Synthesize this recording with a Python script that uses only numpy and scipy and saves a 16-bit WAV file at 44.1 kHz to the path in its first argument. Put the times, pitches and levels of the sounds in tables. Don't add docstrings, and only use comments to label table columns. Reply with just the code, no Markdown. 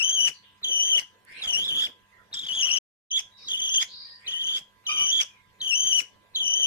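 import sys
import numpy as np
from scipy import signal
from scipy.fft import rfft, irfft, next_fast_len
from scipy.io import wavfile
from scipy.ndimage import uniform_filter1d

SR = 44100
rng = np.random.default_rng(int(sys.argv[2]) if len(sys.argv) > 2 else 0)


def store_pcm(level_fs):
    pcm = np.round(np.clip(level_fs, -1, 1) * 32767).astype(np.int16)
    wavfile.write(sys.argv[1], SR, np.atleast_2d(pcm).T)


N = 293706

# time in seconds, left-port whistle in dB, pitch in Hz,
# octave in dB re whistle.
CHIRPS = [
    [(0.0, -18.5, 2876, -9.5), (0.016, -19, 2585, -11.5), (0.03, -20.5, 2980, -8), (0.05, -21, 3040, -6),
     (0.144, -25.5, 3200, -2), (0.194, -18.5, 2968, -11.5), (0.225, -19.5, 3041, -5),
     (0.28, -17, 2930, -14.5)],
    [(0.645, -23.5, 3210, -4), (0.666, -27.5, 3090, -17), (0.714, -23.5, 3076, -9),
     (0.808, -19.5, 2958, -7.5), (0.874, -25, 3180, -4.5), (0.948, -16, 2940, -15),
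     (0.97, -18.5, 3082, -12), (0.992, -20, 2856, -24)],
    [(1.43, -35, 3434, -15), (1.488, -24, 3070, -14), (1.525, -24, 2960, -9.5), (1.544, -19.5, 2794, -5.5),
     (1.675, -31.5, 3586, -29.5), (1.689, -27, 3350, -25), (1.732, -24, 3063, -22), (1.805, -26, 3373, -18),
     (1.849, -25.5, 3470, -28), (1.865, -29.5, 3090, -30)],
    [(2.34, -32.5, 3560, -23), (2.361, -35, 3315, -18.5), (2.477, -34.5, 3470, -20.5),
     (2.513, -24, 2960, -19), (2.541, -30.5, 3450, -17), (2.643, -19, 2846, -4), (2.695, -24.5, 3257, -18),
     (2.715, -19.5, 2925, -4), (2.79, -23, 3070, -8.5)],
    [(3.108, -28, 3215, -11), (3.123, -28, 3187, -4), (3.142, -29.5, 3250, -6.5), (3.176, -22.5, 3453, -18),
     (3.192, -22, 3154, -2.5)],
    [(3.485, -32, 3285, -4.5), (3.546, -25, 2998, -18.5), (3.586, -31.5, 3360, -14),
     (3.599, -25, 2997, -11), (3.627, -26.5, 3276, -8.5), (3.697, -27.5, 3193, -8.5),
     (3.774, -24.5, 3340, 1), (3.787, -24.5, 3140, -33), (3.825, -25, 3440, -2)],
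    [(4.277, -27.5, 3017, -13), (4.326, -31.5, 3327, -16), (4.344, -24, 2955, -26),
     (4.38, -29.5, 3050, -15), (4.424, -29, 3290, -30), (4.44, -28, 3006, -9), (4.465, -25.5, 3110, -15),
     (4.58, -26.5, 3310, -19.5)],
    [(4.868, -27.5, 3018, -9), (4.953, -26.5, 3102, -11.5), (5.015, -19, 2970, -12), (5.054, -23, 3060, -5),
     (5.107, -23, 3028, -5.5), (5.116, -24.5, 3237, -1.5), (5.163, -25, 3350, -20),
     (5.176, -23.5, 3217, -8.5), (5.197, -22.5, 3350, -23), (5.212, -21.5, 3220, -5.5)],
    [(5.617, -27.5, 3156, -15), (5.664, -27, 3113, -12), (5.68, -22.5, 2974, -16),
     (5.693, -25, 3160, -11.5), (5.734, -17.5, 2634, -9), (5.748, -18.5, 2990, -7.5),
     (5.768, -22.5, 3048, -3.5), (5.849, -24, 3136, -3.5), (5.998, -17, 2953, -11.5)],
    [(6.363, -25.5, 3248, -6.5), (6.383, -23.5, 3083, -16), (6.396, -32, 3390, -15),
     (6.409, -23.5, 3190, -21), (6.442, -24, 3030, -8), (6.556, -21, 3007, -8), (6.592, -23.5, 3137, -9),
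     (6.66, -18.5, 3040, -11)],
]
# base wobble in Hz rms, third partial in dB, rasp in dB
# re whistle, breath and hiss in dB, opening catch, end slide and end burst in dB re whistle,
# left-right in dB, right-port phase of whistle and of octave in radians.
VOICES = [(30, -45.5, -44, -53, -14, -5, -15.5, 3, 2.27, 1.7),
          (44, -49, -51.5, -53.5, -7.5, -13, -15, 1, 2.92, 2.53),
          (73.6, -52.5, -32, -51, 3.5, 1, -23.5, 1, 2.74, 2),
          (86.7, -55, -30.5, -53, -2, -14, -31, 5, 1.8, 1.91),
          (50.9, -53, -49.5, -77, -17, -4, -16, -1, 2.7, 3.12),
          (62, -52.5, -33.5, -58.5, -4, -1, -8.5, 0.5, 2.77, 3.5),
          (67.7, -55.5, -32.5, -59.5, -10, -3.5, -15.5, 1.5, 2.86, 2.37),
          (53, -50.5, -36, -55.5, -18.5, 2.5, -9.5, -0.5, 2.68, 2.4),
          (37.7, -46.5, -36, -56.5, -7, -1.5, -16, 3.5, 2.25, 1.76),
          (44.1, -50.5, -62, -57.5, -1, 2, -61, 2, 3.02, 2.2)]
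# time in seconds, pitch jump in Hz, level change in dB.
SLIPS = [(0.105, -152, 1), (0.679, 374, -2), (0.839, 170.5, -2.5), (0.919, 206, -3), (0.968, 237.5, -5.5),
         (1.468, 188, -20), (1.521, 225, -10), (1.747, 304, -5), (1.799, -250, 4.5), (2.374, 345, 5.5),
         (2.394, 329.5, 7), (2.417, 221, -5), (2.467, -400, 4), (2.489, -339, 5.5), (2.546, -275, 6),
         (2.612, 249, 1), (2.66, 208, -4), (2.691, -435, 6.5), (2.707, -256, 2.5), (2.75, 190, -4),
         (2.774, -178, 3.5), (3.117, -215, 6), (3.187, 82, -12.5), (3.515, 340, 0), (3.533, 285, -3),
         (3.612, 183, -10), (3.697, -208, 2), (3.745, -242, 4), (3.765, -214, 2), (3.784, -248, 9.5),
         (4.313, -145, 0.5), (4.357, 153, -1), (4.38, 145, -1.5), (4.418, -222, 3), (4.464, 209, -3),
         (4.496, 196, 0), (4.542, 224, 1), (4.912, -298, -2), (5.664, 162, -2), (5.927, -102, 3.5),
         (6.557, 182, -5), (6.609, 139, 1)]
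# pitch in Hz, left-right change in dB.
HAND_SHADE = [(2600, 11), (2775, 11), (2925, 6.5), (3075, 2.5), (3225, -1.5), (3375, -4.5), (3550, -2.5)]
# pitch in Hz, right-port phase change in radians.
HAND_PHASE = [(2600, -0.15), (2775, -0.13), (2925, 0.25), (3075, -0.05), (3225, -0.057), (3375, -0.23),
              (3550, 0.85)]
# start and length in seconds, peak position 0-1, peak in dB,
# first pitch, last pitch and smear in Hz, left-right in dB.
FAR_CALLS = [(0.328, 0.098, 0.2, -57, 4450, 4250, 400, -1), (0.421, 0.17, 0.03, -57, 3270, 3100, 487, -1),
             (1.251, .2, 0.68, -45.5, 1770, 2797, 350, -2), (1.249, 0.25, 0.67, -59, 1662, 1730, 200, -13),
             (2.11, 0.13, 0.14, -57.5, 2043, 1817, 132, -6), (2.172, 0.071, 0.43, -62, 1363, 1350, 100, -8),
             (3.295, 0.19, 0.78, -54, 3860, 3760, 135, 0), (3.357, 0.17, 0.56, -53, 4970, 4940, 710, 1),
             (3.857, 0.32, 0.25, -48.5, 4130, 4140, 454, -1),
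             (3.87, 0.35, 0.42, -47.5, 4770, 4850, 239.4, 0.5), (4.031, 0.42, .1, -60.5, 1860, 1866, 60, 0),
             (4.203, 0.23, 0.7, -55, 1865, 1940, 80, 0), (4.203, .1, 0.82, -50, 2006, 2660, 274, 0),
             (5.258, 0.13, .5, -62.5, 2510, 2380, 80, 1), (5.337, 0.14, 0.23, -71, 2133, 2140, 60, -20)]
# time in seconds, level in dB, pitch in Hz.
SQUAWK = [(4.875, -82, 1225), (4.894, -32.5, 1209), (4.924, -37, 1228), (4.945, -44.5, 1223),
          (5.022, -42.5, 1197), (5.07, -53.5, 1152)]
# pitch multiple, gain in dB.
SQUAWK_PARTIALS = [(1, -1), (2, 3), (3, -10), (4, -8.5)]
# start and length in seconds, midpoint level in dB.
RUSTLES = [(1.257, 0.26, -46.5), (2.1, 0.19, -82), (3.372, 0.15, -58.5), (3.85, 0.27, -65.5),
           (4.183, 0.105, -57), (5.244, .2, -77)]
# frequency in Hz, level in dB rms.
BUZZ = [(100.7, -76.5), (201.4, -77.5), (906, -80), (1007, -70.5), (1108, -81), (1611, -76), (1712, -85.5),
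        (1913, -92), (2014, -79.5)]
# frequency in Hz, relative density in dB.
BREATH_AND_HISS_SPECTRUM = [(30, -10.5), (100, 1), (500, 2), (900, -4.5), (2000, 1), (3500, -8.5),
                            (4600, -30), (7600, -25), (11000, -29.5), (14200, -13.5)]
# frequency in Hz, relative density in dB.
HOARSE_SPECTRUM = [(300, -27.5), (1200, -15.5), (2200, -2), (3300, -6), (4200, -13.5), (5800, 2),
                   (7500, -11.5), (14000, -23)]
RUSTLE_SPECTRUM = [(300, -7), (1500, -10), (3000, 3.5), (6000, -21), (9000, -13), (14000, -39)]
ROOM_TONE_SPECTRUM = [(15, -52), (25, -6), (317, -20), (500, -14.5), (766, -23), (1000, -21.5),
                      (1500, -21.5), (1660, -17.5), (2420, -22.5), (3520, -22), (4600, -29), (13800, -38),
                      (14900, -31)]
# frequency in Hz, correlation 0-1.
PORT_LIKENESS = [(60, 0.32), (300, 0.345), (700, 0.44), (1400, 0.0057), (14000, 0.013)]
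# frequency in Hz, T60 in seconds.
ROOM_T60 = [(1000, 0.1), (2800, 0.25), (6000, .24), (9000, .25), (14000, 0.1)]

EASY_HZ = 3100
WOBBLE_PER_HZ, WOBBLE_MIN_HZ = .13, 24.2
RASP_DB_PER_HZ, RASP_EDGE_DB, RASP_EDGE_S = .0352, 13.5, .032
CATCH_HZ, CATCH_S, CATCH_RISE_S = 3950, .0089, .011
SLIDE_HZ, SLIDE_S = 880, .00902
SLIP_WIDTH_S, SLIP_GAP_S, SLIP_HZ, SLIP_DB = .0031, .024, 85, 1.5
TRAIL_DB, TRAIL_DB_PER_S = -16.5, 220
BREATH_SWELL_DB, BREATH_HOLD_S, BREATH_DB_PER_S = 2.5, .033, 891
PORT_DELAY_SAMPLES = 11
DROPOUT_START_S, DROPOUT_END_S, CUTOFF_HZ = 2.7868, 3.1005, 14850


def parakeet():
    voice, air = np.zeros((2, N)), np.zeros((2, N))
    for contour, traits in zip(CHIRPS, VOICES):
        start_s, ports, air_gains = chirp(contour, *traits)
        add(voice, start_s, ports)
        add(air, start_s, air_gains)
    near = voice + air[0] * hiss(BREATH_AND_HISS_SPECTRUM, patchy_db=4)
    near += air[1] * hiss(HOARSE_SPECTRUM, patchy_db=4)
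    return near + amp(-16) * room(near)


def chirp(contour, wobble_hz, third_db, rasp_db, breath_db, catch_db, slide_db, burst_db,
          pan_db, whistle_rad, octave_rad):
    times_s, *columns = np.transpose(contour)
    start_s, end_s = times_s[0], times_s[-1]
    t = np.arange(start_s - .03, end_s + .16, 1 / SR)
    db, hz, octave_db = (np.interp(t, times_s, c) for c in columns)
    strain_hz, effort_db = hz - EASY_HZ, db - db.mean()
    wobble_hz = np.maximum(wobble_hz + WOBBLE_PER_HZ * strain_hz, WOBBLE_MIN_HZ)
    rough = np.clip(wobble_hz / 120, 0, 1)
    third_db = third_db + effort_db - db - 25 * (t < start_s)
    burst = amp(db[-1] + burst_db) * end_burst(t - end_s)

    before = np.clip((start_s - t) / .0044, 0, 1)
    after = np.clip((t - end_s) / SLIDE_S, 0, 3)
    hz += before * (CATCH_HZ + 120 * wander(len(t), 51, 310) - hz)
    hz -= SLIDE_HZ * np.minimum(after, 1) ** 1.545
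    db += before * (catch_db - 30 * np.clip((start_s - CATCH_S - t) / CATCH_RISE_S, 0, 2))
    db += slide_db * np.minimum(4 * after, 1) - 14 * after ** 3

    slip_hz, slip_db = slips(t, start_s, end_s, strain_hz)
    tremor_hz = wobble_hz * wander(len(t), 42.3, 145)
    slip_db -= 2 * np.tanh(tremor_hz / 120)
    sag_db = -(1 + 3 * rough) * (wander(len(t), 41.1, 158) ** 2 - .4) / 2

    to_edge_s = np.maximum(np.minimum(t - start_s, end_s - t), 0)
    rasp_db += RASP_DB_PER_HZ * strain_hz + RASP_EDGE_DB * np.exp(-to_edge_s / RASP_EDGE_S)
    rasp_db += 3 * wander(len(t), 9.3, 48) - 30 * before
    # multiple, gain in dB, right-port phase in radians, flutter in dB, smear in radians.
    partials = [(1, .008, whistle_rad, -1, .048),
                (2, octave_db - 30 * before ** .54, octave_rad, 3.5, .2),
                (3, third_db, -2, 1, .8),
                (4, third_db - 7.5, .04, -1.5, .8),
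                (.5, rasp_db - 10, 2.5, -4.5, .68),
                (1.5, rasp_db - .5, 4, 1.5, .92),
                (2.2, rasp_db - 12.5, 2.74, 5.5, .57)]
    ports = whistle(hz + slip_hz + tremor_hz, db + sag_db + slip_db, partials, rough, pan_db)

    puff = amp(breath_db + .45 * effort_db) * breath(t, start_s, end_s, before, after)
    hoarse = amp(db - 49 + 20 * rough)
    gusts = amp(2 * wander(len(t), 15, 149.8))
    fade = np.clip(np.minimum(t - t[0], t[-1] - t) / .0016, 0, 1)
    return t[0], ports * fade, np.array([puff, burst + hoarse]) * fade * gusts


def whistle(hz, db, partials, rough, pan_db):
    count = len(hz)
    ports = np.zeros((2, count))
    cycle_rad = 2 * np.pi * np.cumsum(hz) / SR
    delay_rad = 2 * np.pi * EASY_HZ * PORT_DELAY_SAMPLES / SR
    smooth_hz = uniform_filter1d(hz, size=260)
    for multiple, gain_db, right_rad, flutter_db, smear_rad in partials:
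        level_db = db + gain_db + flutter_db * wander(count, 17, 152)
        phase = multiple * cycle_rad + (smear_rad + .17 * rough) * wander(count, 80, 400)
        offset_rad = right_rad + multiple * delay_rad + at_hz(HAND_PHASE, smooth_hz)
        offset_rad += (.04 + 1.5 * smear_rad) * wander(count, 1.3, 60)
        shade_db = pan_db + at_hz(HAND_SHADE, smooth_hz) if multiple == 1 else 2.5
        ports[0] += amp(level_db) * np.cos(phase)
        ports[1] += amp(level_db - shade_db) * np.cos(phase + offset_rad)
    ports[1] = np.roll(ports[1], PORT_DELAY_SAMPLES)
    return np.sqrt(2) * ports


def slips(t, start_s, end_s, strain_hz):
    gap, jump, change = rng.standard_normal((30, 3)).T
    at_s = start_s + SLIP_GAP_S * np.cumsum(np.exp(.5 * gap))
    jump *= np.clip(1 + np.interp(at_s, t, strain_hz) / 400, .5, 2)
    small = np.transpose([at_s, SLIP_HZ * jump, SLIP_DB * change])
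    inside = [row for row in SLIPS + list(small) if start_s < row[0] < end_s]
    at_s, jump_hz, change_db = np.transpose(inside)
    bumps = np.exp(-.5 * ((t[:, None] - at_s) / SLIP_WIDTH_S) ** 2)
    return bumps @ jump_hz, bumps @ change_db


def breath(t, start_s, end_s, before, after):
    progress = np.clip((t - start_s) / (end_s - start_s), 0, 1)
    onset_db = -170 * before * (start_s - t)
    stop_db = -after - BREATH_DB_PER_S * np.maximum(t - end_s - BREATH_HOLD_S, 0)
    return amp(2.5 + BREATH_SWELL_DB * (progress - .5) + onset_db + stop_db)


def end_burst(past_end_s):
    pulse = np.exp(-((past_end_s - .003) / .018) ** 2)
    trail = (past_end_s > 0) * amp(TRAIL_DB - TRAIL_DB_PER_S * past_end_s)
    return np.maximum(pulse, trail)


def squawk():
    times_s, db, hz = np.transpose(SQUAWK)
    t = np.arange(times_s[0], times_s[-1], 1 / SR)
    cycle_rad = 2 * np.pi * np.cumsum(np.interp(t, times_s, hz) + 22 * wander(len(t), 13, 126)) / SR
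    smear_rad = np.clip((t - times_s[0] - .04) / .05, .05, .4)
    lag_rad, port_db = np.array([[0], [1.7]]), np.array([[0], [4.5]])
    stack, out = np.zeros((2, len(t))), np.zeros((2, N))
    for multiple, gain_db in SQUAWK_PARTIALS:
        gain = amp(gain_db + 2 * wander(len(t), 11, 150))
        stack += gain * np.cos(multiple * cycle_rad - lag_rad + smear_rad * wander(len(t), 30, 244))
    add(out, times_s[0], amp(np.interp(t, times_s, db) + port_db) * stack)
    return out + amp(-10) * room(out)


def far_birds():
    out = np.zeros((2, N))
    for start_s, length_s, top, peak_db, from_hz, to_hz, smear_hz, pan_db in FAR_CALLS:
        progress = np.arange(0, length_s, 1 / SR) / length_s
        count = len(progress)
        db = peak_db + np.interp(progress, [0, top, 1], [-16.5 * top, 0, -20.5 * (1 - top)])
        phase = 2 * np.pi * np.cumsum(from_hz + (to_hz - from_hz) * progress) / SR
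        blur = [wander(count, .77, smear_hz) * np.cos(phase)
                + wander(count, .69, smear_hz) * np.sin(phase) for _ in "LR"]
        gain = amp(db + np.array([[.5], [-.5]]) * pan_db)
        add(out, start_s, gain * blur * signal.windows.tukey(count, .35))
    return out + amp(1) * room(out)


def tick(start_s=1.251, peak_db=-40.5, hz=10000, t60_s=.0023):
    t, out = np.arange(200) / SR, np.zeros((2, N))
    add(out, start_s, amp(peak_db - 60 * t / t60_s) * np.sin(2 * np.pi * hz * t))
    return out


def rustles(swell_db=13):
    gain = np.zeros(N)
    for start_s, length_s, db in RUSTLES:
        progress = np.arange(0, length_s, 1 / SR) / length_s
        swell = amp(db + swell_db * (progress - .5))
        add(gain, start_s, swell * signal.windows.tukey(len(swell), .3))
    return gain * hiss(RUSTLE_SPECTRUM, patchy_db=8)


def buzz(waver_db=1.5):
    t, out = np.arange(N) / SR, np.zeros((2, N))
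    lag_rad, port_db = np.array([[0], [1.4]]), np.array([[-3.5], [4.5]])
    waver = wander(2 * N, .95, 10)
    for (hz, db), (phase_skip, level_skip) in zip(BUZZ, rng.integers(0, N, (len(BUZZ), 2))):
        phase = 2 * np.pi * hz * t + phase_skip + .5 * waver[phase_skip:][:N]
        treble = min(hz / 1000, 1)
        gain = np.sqrt(2) * amp(db + waver_db * waver[level_skip:][:N] + treble * port_db)
        out += gain * np.cos(phase - treble * lag_rad)
    return out


def room_tone(rms_db=-64.5):
    return amp(rms_db) * hiss(ROOM_TONE_SPECTRUM, patchy_db=3.5)


def room(x):
    taps = np.zeros((2, SR // 2))
    at = np.arange(100, SR // 2 - 20, 20) + rng.integers(0, 20, (2, (SR // 2 - 101) // 20))
    np.put_along_axis(taps, at, rng.choice([-1., 1.], at.shape), 1)
    hz, t, bands = signal.stft(taps, SR, nperseg=128)
    tail = signal.istft(bands * amp(-60 * t / at_hz(ROOM_T60, hz)[:, None]), SR, nperseg=128)[1]
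    return signal.fftconvolve(x, tail / np.linalg.norm(tail[0]), axes=1)[:, :N]


def hiss(spectrum, patchy_db):
    frames, hz = N // 128 + 5, np.fft.rfftfreq(512, 1 / SR)
    a, b, c, d, patches = rng.standard_normal((frames, 257, 5)).T
    patches = unit_rms(uniform_filter1d(uniform_filter1d(patches, 5, axis=0), 16, axis=1))
    likeness = at_hz(PORT_LIKENESS, hz)[:, None]
    left = a + 1j * b
    right = likeness * left + np.sqrt(1 - likeness ** 2) * (c + 1j * d)
    bands = np.array([left, right]) * amp(at_hz(spectrum, hz)[:, None] + patchy_db * patches)
    return unit_rms(signal.istft(bands, nperseg=512, noverlap=384)[1][:, :N])


def wander(count, lo_hz, hi_hz):
    size = next_fast_len(count)
    hz = np.fft.rfftfreq(size, 1 / SR)
    shape = hz / np.sqrt(hz ** 2 + lo_hz ** 2) / (1 + (hz / hi_hz) ** 4)
    return unit_rms(irfft(rfft(rng.standard_normal(size)) * shape, size)[:count])


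def amp(db):
    return 10 ** (np.asarray(db) / 20)


def unit_rms(x):
    return x / np.sqrt(np.mean(np.abs(x) ** 2) + 1e-20)


def at_hz(table, hz):
    table_hz, values = np.transpose(table)
    return np.interp(np.log(hz + 1), np.log(table_hz + 1), values)


def add(mix, start_s, sound):
    at = round(start_s * SR)
    sound = sound[..., max(-at, 0):]
    part = mix[..., max(at, 0):][..., :sound.shape[-1]]
    part += sound[..., :part.shape[-1]]


def scene():
    return parakeet() + far_birds() + squawk() + buzz() + tick() + rustles() + room_tone()


def record(dry):
    t = np.arange(N) / SR
    gate = np.clip(np.maximum((DROPOUT_START_S - t) / .00293, (t - DROPOUT_END_S) / .03), 0, 1)
    lowpass = signal.firwin(511, CUTOFF_HZ, window=("kaiser", 9), fs=SR)
    return signal.oaconvolve(dry * gate, lowpass[None], "same")


dry = scene()
out = record(dry)
store_pcm(out)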